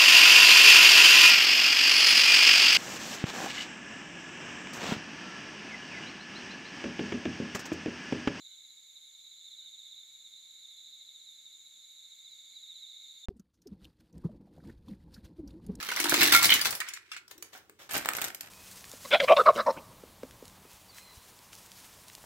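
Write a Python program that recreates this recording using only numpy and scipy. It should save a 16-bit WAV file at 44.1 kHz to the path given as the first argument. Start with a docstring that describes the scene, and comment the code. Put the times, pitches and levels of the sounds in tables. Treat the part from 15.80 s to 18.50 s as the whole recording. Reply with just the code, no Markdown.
"""A thin plastic bag crackles, something hollow bumps, and toy bricks are shaken out onto the carpet and clack.
The empty bag is tossed aside, settles on the wooden floor farther off, then a second bag is picked at close by.
Film is bursts of coloured noise; bricks and the hollow thing are decaying sines; knocks are narrow-band noise.
The furnished room answers with a diffuse tail, and two microphones take it all over a quiet noise floor."""
import sys
import numpy as np
from scipy import signal
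from scipy.fft import rfft, irfft, next_fast_len
from scipy.io import wavfile

SR = 44100
rng = np.random.default_rng(int(sys.argv[2]) if len(sys.argv) > 2 else 0)


def file_out(sig):
    """Save sig as 16-bit WAV at sys.argv[1]."""
    # one column per channel
    cols = np.atleast_2d(sig).T
    # limit, then scale
    lim = np.clip(cols, -1, 1)
    pcm = np.round(lim * 32767).astype(np.int16)
    wavfile.write(sys.argv[1], SR, pcm)


N = 119070  # 2.7 s

# Levels in the tables are those before each layer's own gain.
# Noise floor of the place. Each row: frequency in Hz, relative level in dB.
FLOOR_COLOUR = [(25, -10.5), (90, 7), (200, -16.5), (330, 8.5), (700, -17.5), (3000, -8.5), (15000, -21)]
FLOOR_DB = -72
# Decay of the furnished room. Each row: frequency in Hz, t60 in seconds.
ROOM_T60 = [(150, 0.44), (1000, 0.38), (2500, 0.29), (7000, 0.19), (15000, 0.28)]
# Colour of the room's tail. 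Each row: frequency in Hz, relative level in dB.
ROOM_COLOUR = [(100, 3), (400, 6.5), (1500, 3.5), (3500, 3), (8000, 5), (15000, -3)]

# Balance of the microphone pair. Each row: frequency in Hz, left minus right in dB.
MIC_BALANCE = [(200, -1.5), (600, 3.5), (1300, -2.5), (2400, -3.5), (5000, 1), (9000, 0.5), (14000, 2.5)]
# Likeness of noise at the two microphones. Each row: frequency in Hz, correlation from 0 to 1.
MIC_LIKENESS = [(60, 0.31), (300, 0.92), (800, 0.9), (1600, 0.54), (3000, 0.1), (12000, 0.018)]
MIC_LAG_S = .0001  # the left microphone hears it later
LOW_HZ, TOP_HZ = 52, 15850  # rumble filter and band limit

# Low handling rustle. Each row: time in seconds, level in dB.
HANDLING_LEVEL = [(0, -76), (.18, -97), (.22, -71), (.33, -43), (.45, -68), (.56, -49.5), (.62, -56),
                  (.67, -36.5), (.8, -67), (.86, -44.5), (.94, -51.5), (1.02, -82), (2.07, -67),
                  (2.16, -44), (2.24, -68), (2.43, -54), (2.55, -70), (2.7, -54)]
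# Its colour. Each row: frequency in Hz, relative level in dB.
HANDLING_COLOUR = [(25, -30), (45, -13), (65, -2), (120, 0), (220, -2), (500, -18), (1500, -50)]
# Soft, dull knocks of things against the floor. Each row: start in seconds, level in dB, pitch in Hz.
KNOCKS = [(.921, -39.5, 621), (1.552, -56, 310), (1.556, -64, 1020), (1.58, -54, 320), (1.894, -55.5, 398),
          (1.993, -52, 578), (2.163, -38, 287), (2.287, -45, 305), (2.443, -47, 302)]
KNOCK_T60_S, KNOCK_RISE_S = 0.063, 0.0015

# Dry clicks of hard plastic. Each row: start in seconds, level in dB, treble tilt in dB per octave,
# left minus right in dB.
CLICKS = [(1.0025, -19, 17, -4), (1.8965, -37, 1, 3.5), (2.258, -14.5, 0, -3), (2.2882, -9, 1, 0),
          (2.4158, -11.5, 4.5, 0)]
# Colour of the clicks. Each row: frequency in Hz, relative level in dB.
CLICK_COLOUR = [(100, -48), (800, 2.5), (2000, 3.5), (3500, -4), (6000, -15), (8000, -1), (9800, -12.5),
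                (15500, -4)]
# Pings of tiny pieces. Each row: start in seconds, level in dB, pitch in Hz, t60 in seconds.
PINGS = [(.028, -35, 4650, .03), (.089, -32, 3150, .05), (.102, -26, 2150, .035), (.1205, -22, 1480, .025),
         (.163, -29, 5650, .025), (.171, -22, 2050, .025), (.202, -23, 2200, .035), (.295, -27, 6150, .05),
         (.408, -22, 2300, .06), (.422, -15, 2650, .035), (.522, -16, 2000, .05), (.522, -20, 5200, .07),
         (.549, -18, 4020, .06), (.793, -26, 1730, .06), (.814, -18.5, 4720, .05), (1.0025, -29, 3100, .03),
         (1.136, -40, 6035, .07), (1.136, -44, 5173, .08), (1.3165, -37, 2750, .09)]

# Snaps of film: the empty bag swung away, its landing on the wooden floor, the second bag, the shaken bag.
# Each row: start in seconds, level in dB, treble tilt in dB per octave, left minus right in dB.
TOSS_SNAPS = [(1.0029, -21.5, 3, 2), (1.0148, -28, -4.5, -8), (1.0864, -28, 7.5, 2), (1.1363, -30, 6.5, 3),
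              (1.3165, -31, 2.5, 6), (1.3334, -43, 1, -15), (1.365, -32.5, 2.5, 2), (1.3804, -49, 3, -10)]
LAND_SNAPS = [(1.479, -39.5, 3, 2), (1.511, -32.5, 3.5, 6), (1.5788, -33, 4, -2), (1.6242, -25.5, 4, -1.5),
              (1.731, -40.5, -2, 9.5), (1.7494, -36.5, -16, -7), (1.7748, -36.5, 8, -1.5)]
PICK_SNAPS = [(2.099, -37, -2, -1), (2.11, -21.5, 3, 0), (2.1222, -25, 3, -5), (2.1348, -19, 10, -5),
              (2.1411, -23, 0, -7), (2.152, -22, -13, 9), (2.164, -18, 0, -1), (2.1783, -16.5, 6.5, -1),
              (2.2484, -24.5, -2.5, 4), (2.304, -29, -5, 0), (2.334, -20.5, 1.5, -2.0), (2.35, -20, 1, 2),
              (2.3673, -17.5, 6.5, 3), (2.3844, -23, -5, -12), (2.419, -16.5, 1, -1),
              (2.4415, -19.5, 3, 10), (2.4467, -18, 5, -5.5), (2.4824, -25, 3.5, 1), (2.502, -28.5, -3, -3),
              (2.5468, -22.5, 5.5, -1), (2.6084, -21.5, 5.5, -3)]
SHAKE_SNAPS = [(0.0271, -23.5, -1, -3.5), (0.0884, -20, -4.5, -0.5), (0.1153, -20.5, -3, 2),
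               (0.1616, -19, -0.5, 3.5), (0.1703, -28.5, -10.5, -8.5), (0.189, -20, -5, -6),
               (0.2001, -12, 1.5, 1), (0.2408, -13.5, -0.5, 0.5), (0.2562, -18, -27.5, -0.5),
               (0.2941, -9.5, 5.5, 1.5), (0.3207, -14.5, -11, -4), (0.3405, -7.5, -1.5, 1.5),
               (0.409, -17.5, -5.5, 15), (0.4218, -10.5, -4, 2), (0.4294, -6, 4.5, 2),
               (0.474, -7.5, 9, -0.5), (0.5229, -3.5, 0, -0.5), (0.5354, -17.5, 2.5, -6),
               (0.5492, -5.5, 4.5, -3), (0.5622, -7, 7.5, 5.5), (0.628, -6.5, 5.5, -1.5),
               (0.6448, -12, 3.5, 9.5), (0.6539, -8, 3, 2.5), (0.703, -13.5, 4.5, 3.5),
               (0.7386, -8.5, 4, 2.5), (0.813, -15.5, 1.5, 2), (0.855, -12.5, -1, 7),
               (0.8718, -25.5, -0.5, -10), (0.9067, -14.5, 8, 2.5), (0.926, -22.5, -2, -6),
               (0.9508, -21, 4.5, -2)]
# Fine crinkle of the swung, settling, picked and shaken bags. 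Each row: time in seconds, level in dB.
SWING = [(1.0, -52), (1.02, -57), (1.05, -48), (1.1, -42.5), (1.125, -50), (1.175, -46), (1.2, -61.5),
         (1.26, -63.5), (1.305, -62), (1.32, -48.5), (1.38, -45), (1.41, -83)]
SETTLE = [(1.49, -68.5), (1.52, -46.5), (1.56, -87), (1.64, -60), (1.72, -68), (1.735, -46), (1.78, -48.5),
          (1.81, -67), (1.98, -81.5), (1.995, -47.5), (2.03, -48), (2.08, -61)]
PICK = [(2.092, -45.5), (2.11, -41), (2.16, -31), (2.2, -39.5), (2.24, -49), (2.3, -40.5), (2.33, -57),
        (2.37, -39), (2.4, -43), (2.44, -38.5), (2.49, -45.5), (2.53, -80), (2.6, -63), (2.63, -50.5),
        (2.69, -54)]
SHAKE = [(0.0, -36.5), (0.024, -42.5), (0.366, -25.5), (0.394, -25.5), (0.426, -16), (0.504, -26),
         (0.554, -18), (0.606, -31.5), (0.652, -20), (0.68, -31.5), (0.724, -20.5), (0.75, -26.5),
         (0.842, -39.5), (0.854, -22.5), (0.966, -69.5), (0.99, -67.5)]
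# Colours of the film: swung bag, landed bag, second bag, crinkle of the full bag, snaps of the full bag.
# Each row: frequency in Hz, relative level in dB.
EMPTY_BAG = [(150, -59), (450, -29), (800, -15), (1400, 1), (2200, 6.5), (3300, -0.5), (5900, -6),
             (10000, -17.5), (15500, -25.5)]
LANDED_BAG = [(40, -20.5), (100, -11), (190, -31), (330, -7.5), (560, -4), (900, -7), (1600, -1.5),
              (3000, -4.5), (6000, -7), (10000, -15), (15500, -13.5)]
SECOND_BAG = [(30, -50), (150, -9.5), (230, -16.5), (290, -7), (480, -20.5), (780, -2), (1000, -16),
              (1350, -4), (2000, -3.5), (3000, -9), (5000, -11.5), (8200, -12.5), (10000, -20.5),
              (13000, -12.5), (15500, -27)]
FULL_BAG = [(60, -51.5), (250, -27), (333, -6), (480, -36.5), (800, -11.5), (1300, -11), (2200, 0.5),
            (2700, -9), (3900, 0), (6600, -10.5), (9000, -18), (12000, -12.5), (15500, -12.5)]
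FULL_SNAP = [(30, -38), (130, -27.5), (400, -7.5), (900, -0.5), (1600, 5.5), (3000, 3.5), (5500, 5),
             (8500, 1), (12000, 0), (15500, -2.5)]
POP_T60_S, SCUFF_T60_S = .006, .011  # fade of one crinkle pop: full or picked bag, empty bag
RISE_SHARE = 0.067  # a snap's rise time constant over its t60

# Hollow bumps under the bag. Each row: start in seconds, level in dB.
BUMPS = [(0.201, -34.5), (0.244, -28.5), (0.282, -38), (0.323, -24.5), (.379, -25), (0.424, -25.5),
         (.468, -31.5), (0.494, -38), (.522, -30.5)]
# Resonances of the hollow thing. Each row: frequency in Hz, level in dB, t60 in seconds.
BUMP_MODES = [(296, -3.5, .2), (339, 0, .16), (385, -10, .06), (547, -14, .05), (755, -13, .05),
              (854, -13, .05), (1254, -12, .06)]
# Blows on a large brick. Each row: start in seconds, level in dB.
LARGE_BRICK_HITS = [(.523, -19), (.548, -9.5), (.629, -27)]
# Resonances of the large brick. 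Each row: frequency in Hz, level in dB, t60 in seconds.
LARGE_BRICK_MODES = [(1382, 2.5, .14), (1560, -12, .04), (1730, -11, .05), (1948, -6, .05), (1989, -6, .06),
                     (2110, -7, .1), (2191, -8, .42), (2222, -6, .12), (2356, -11, .06), (3562, -11, .12),
                     (3989, -8, .07), (4368, -13, .05), (5200, -14, .2)]
# Small bricks of several sizes clacking. Each row: start in seconds, level in dB, pitch ratio,
# ring length ratio.
BRICK_HITS = [(.430, -17.5, .72, 1), (.327, -31, 0.24, 1.3), (.6942, -12.5, 1.02, 0.41),
              (.704, -14, 1, 1.6), (.7195, -13.5, 1.06, 1), (.724, -12, 0.98, 1.3)]
# Resonances of small bricks at ratio 1. Each row: frequency in Hz, level in dB, t60 in seconds.
BRICK_MODES = [(2170, -5, .05), (2298, -5, .05), (2488, -9, .03), (2955, -1, .03), (3028, -3, .07),
               (3165, -1, .035), (3410, -1, .03), (3750, -3, .02), (4036, -3, .03)]
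# Resonances of a jostled brick of middle size. Each row: frequency in Hz, level in dB, t60 in seconds.
TICK_MODES = [(2200, 6, .035), (3500, 1, .03), (5600, -1, .025)]
JOSTLE_PER_S, JOSTLE_DB, JOSTLE_OCTAVES = 100, -7, .5  # tick rate, level over SHAKE, pitch scatter


def amp(db):
    """Decibels to gain."""
    return 10 ** (np.asarray(db) / 20)


def unit(x):
    """Scale to rms 1."""
    return x / np.sqrt(np.mean(x ** 2) + 1e-20)


def along(points, hz):
    """(Hz, value) points read on a log frequency axis."""
    f, v = np.transpose(points)
    return np.interp(np.log(hz + 1), np.log(f + 1), v)


def level(rows):
    """Gain per sample from (s, dB) rows, -120 dB outside them."""
    s, db = np.transpose(rows)
    return amp(np.interp(np.arange(N) / SR, s, db, left=-120, right=-120))


def add(track, s, sound):
    """Mix a stereo sound into the track at time s."""
    start = max(0, round(s * SR))
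    part = sound[:, :max(0, N - start)]
    track[:, start:start + part.shape[1]] += part


def noise(colour, size, tilt_db=0, ripple_db=0):
    """Stereo noise of rms 1 with a treble tilt and random resonances, as alike left and right as MIC_LIKENESS."""
    hz = np.fft.rfftfreq(size, 1 / SR)
    knots = np.geomspace(200, 16000, num=64)
    ripple = np.interp(hz, knots, rng.standard_normal(len(knots)))
    octaves = np.log2(np.maximum(hz, 1500) / 4000)  # the tilt stays level below 1500 Hz
    gain = amp(along(colour, hz) + tilt_db * octaves + ripple_db * ripple)
    # the share of mid and side sets the correlation
    turn = np.arccos(np.clip(along(MIC_LIKENESS, hz), -1, 1)) / 2
    spectra = rfft(rng.standard_normal((2, size))) * gain
    mid, side = irfft(spectra * [np.cos(turn), np.sin(turn)], size)
    return unit(np.array([mid + side, mid - side]))


def snap(colour, tilt_db, t60, flutter_db, flutter_t60, ripple_db):
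    """A crease buckles in a short noise burst, then the film around it flutters out in a slower fade."""
    burst = noise(colour, size=4096, tilt_db=tilt_db, ripple_db=ripple_db)
    t = np.arange(burst.shape[1]) / SR
    rise = 1 - np.exp(-t / (RISE_SHARE * t60))
    fade = (amp(-60 * t / t60) + amp(flutter_db - 60 * t / flutter_t60)) * rise
    return unit(burst * fade) * np.sqrt(np.mean(fade ** 2))  # rms of the fade itself


def snaps(rows, colour, gain_db, t60, flutter_db, flutter_t60, ripple_db):
    """Single snaps, each a fresh burst with its own tilt and place between the microphones."""
    out = np.zeros((2, N))
    for s, db, tilt, pan in rows:
        sides = amp(db + gain_db + np.array([[pan], [-pan]]) / 2)
        add(out, s, sides * snap(colour, tilt, t60, flutter_db, flutter_t60, ripple_db))
    return out


def crinkle(curve, colour, gain_db, per_s, scatter_db, t60, count=24):
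    """Many creases, each with its own tone, pop at random with scattered strength."""
    out = np.zeros((2, N))
    for _ in range(count):
        strength = amp(scatter_db * np.clip(rng.standard_normal(N), -2, 1.5))
        pops = (rng.random(N) < per_s / count / SR) * strength
        tilt = 1.5 * rng.standard_normal()
        tone = snap(colour, tilt, t60, flutter_db=-18, flutter_t60=.03, ripple_db=4.5)
        out += signal.oaconvolve(pops[None], tone, axes=1)[:, :N]
    return amp(gain_db) * level(curve) * unit(out)


def ringing(hits, modes, attack_s, spread):
    """Each blow rings decaying sines anew; they reach the two microphones in differing phase."""
    out = np.zeros((2, N))
    t = np.arange(SR // 3) / SR
    for s, db, ratio, length in hits:
        ring = 0
        for hz, mode_db, t60 in modes:
            fade = amp(mode_db + .5 * rng.standard_normal() - 60 * t / (t60 * length))
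            phase = spread * rng.standard_normal((2, 1))  # radians
            ring = ring + fade * np.sin(2 * np.pi * hz * ratio * t + phase)
        add(out, s, amp(db) * ring * (1 - np.exp(-t / attack_s)))
    return out


def same_size(rows):
    """Give (s, dB) blows a pitch ratio and ring length ratio of 1."""
    return [(s, db, 1, 1) for s, db in rows]


def room(x, wet_db):
    """The dry sound plus the diffuse answer of cupboards and walls: noise fading at each pitch's own rate."""
    hz, _, z = signal.stft(noise(ROOM_COLOUR, size=SR // 2), SR, nperseg=256)
    t = np.arange(z.shape[2]) * 128 / SR  # frames half overlap
    fade = amp(-60 * t / along(ROOM_T60, hz)[:, None])
    tail = signal.istft(z * fade, SR, nperseg=256)[1]
    build_up_s = 0.0088
    tail = tail * (1 - np.exp(-(np.arange(tail.shape[1]) / SR / build_up_s) ** 2))
    tail = tail / np.linalg.norm(tail[0])
    return x + amp(wet_db) * signal.fftconvolve(x, tail, axes=1)[:, :N]


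def noise_floor():
    """The quiet room: steady coloured noise."""
    return amp(FLOOR_DB) * noise(FLOOR_COLOUR, size=N)


def handling():
    """Soft handling thuds: low noise that swells and sinks."""
    return amp(-6) * level(HANDLING_LEVEL) * noise(HANDLING_COLOUR, size=N)


def knocks():
    """Dull knocks on the floor: short noise in a narrow band around each pitch."""
    out = np.zeros((2, N))
    t = np.arange(SR // 4) / SR
    for s, db, hz in KNOCKS:
        band = [(hz / 2, -36), (hz / 0.91, -6), (hz, 0), (hz * 1.05, -6), (hz * 2, -36), (hz * 10, -80)]
        body = noise(band, size=len(t))
        add(out, s, amp(db - 60 * t / KNOCK_T60_S) * (1 - np.exp(-t / KNOCK_RISE_S)) * body)
    return room(out, wet_db=-8.0)


def clicks():
    """Hard plastic edges meet and stop dead: very short noise bursts."""
    dry_clicks = snaps(CLICKS, CLICK_COLOUR, gain_db=1, t60=0.0061, flutter_db=-16.5,
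                       flutter_t60=0.042, ripple_db=0.5)
    return room(dry_clicks, wet_db=-10)


def pings():
    """Tiny pieces bounce free, each ringing with one clear tone."""
    out = np.zeros((2, N))
    for s, db, hz, t60 in PINGS:
        out += ringing([(s, db, 1, 1)], [(hz, 0, t60)], attack_s=.0003, spread=.5)
    return room(out, wet_db=-17)


def tossed_bag():
    """The empty bag is swung away, lands farther off with more room on it and slowly uncrumples."""
    swing = snaps(TOSS_SNAPS, EMPTY_BAG, gain_db=-6, t60=0.0072, flutter_db=1,
                  flutter_t60=0.068, ripple_db=6.5)
    swing += crinkle(SWING, EMPTY_BAG, gain_db=-1, per_s=700, scatter_db=3, t60=SCUFF_T60_S)
    landing = snaps(LAND_SNAPS, LANDED_BAG, gain_db=-3.5, t60=0.019, flutter_db=-14,
                    flutter_t60=0.066, ripple_db=-4.5)
    landing += crinkle(SETTLE, LANDED_BAG, gain_db=-3, per_s=2500, scatter_db=3, t60=SCUFF_T60_S)
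    return room(swing, wet_db=-12.5) + room(landing, wet_db=-8.5)


def second_bag():
    """Fingers pick at a bag close by: short, dry snaps over fine crinkle."""
    film = snaps(PICK_SNAPS, SECOND_BAG, gain_db=-4.0, t60=0.01, flutter_db=-11.0,
                 flutter_t60=0.045, ripple_db=2.0)
    film += crinkle(PICK, SECOND_BAG, gain_db=-0.5, per_s=660, scatter_db=3.5, t60=POP_T60_S)
    return room(film, wet_db=-10.0)


def hollow_bumps():
    """Something hollow under the bag is bumped and rings low."""
    return ringing(same_size(BUMPS), BUMP_MODES, attack_s=0.0028, spread=0.061)


def large_brick():
    """A large brick is struck and rings."""
    return amp(-3) * ringing(same_size(LARGE_BRICK_HITS), LARGE_BRICK_MODES, attack_s=.0007, spread=.3)


def small_bricks():
    """Small bricks clack together; the pitch ratio stands for their size."""
    return amp(-2.5) * ringing(BRICK_HITS, BRICK_MODES, attack_s=0.00011, spread=1.0)


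def jostle():
    """Bricks of all sizes tick against each other inside the bag, as hard as it is shaken."""
    s, db = np.transpose(SHAKE)
    times = np.arange(s[0], s[-1], 1 / JOSTLE_PER_S)
    late, strength, size = rng.standard_normal((len(times), 3)).T
    times = np.abs(times + .5 * late / JOSTLE_PER_S)  # uneven, never before the start
    levels = np.interp(times, s, db) + JOSTLE_DB + 2 * strength
    ratios = 2 ** (JOSTLE_OCTAVES * size)
    hits = zip(times, levels, ratios, np.ones(len(times)))
    return ringing(hits, TICK_MODES, attack_s=0.00027, spread=0.26)


def shaken_film():
    """Film of the full bag: loud snaps that flutter out, over dense crinkle."""
    film = snaps(SHAKE_SNAPS, FULL_SNAP, gain_db=-5.5, t60=0.011, flutter_db=-7.0,
                 flutter_t60=0.12, ripple_db=3.5)
    return film + crinkle(SHAKE, FULL_BAG, gain_db=-2.0, per_s=600, scatter_db=5.0, t60=POP_T60_S)


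def shaken_bag():
    """The full bag crackles and bumps while bricks tumble out; large brick and bumps stand drier in the room."""
    near = room(large_brick() + hollow_bumps(), wet_db=-18)
    return room(shaken_film() + small_bricks() + jostle(), wet_db=-9.0) + near


def scene():
    """Bags and bricks over soft handling thuds and the quiet room."""
    background = noise_floor() + handling() + knocks()
    plastic = clicks() + pings()
    return background + plastic + tossed_bag() + second_bag() + shaken_bag()


def record(dry):
    """Two microphones of slightly different colour and place, a rumble filter and the band limit."""
    size = next_fast_len(N + SR // 2)
    hz = np.fft.rfftfreq(size, 1 / SR)
    colour = amp(along(MIC_BALANCE, hz) * np.array([[.5], [-.5]]))
    # half the lag delays the left, half advances the right
    lag = np.exp(np.pi * 1j * hz * MIC_LAG_S * np.array([[-1], [1]]))
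    low_cut = hz ** 2 / np.sqrt(hz ** 4 + LOW_HZ ** 4)
    top_cut = 1 / np.sqrt(1 + (hz / TOP_HZ) ** 260)
    return irfft(rfft(dry, size) * colour * lag * low_cut * top_cut, size)[:, :N]


dry = scene()
out = record(dry)
file_out(out)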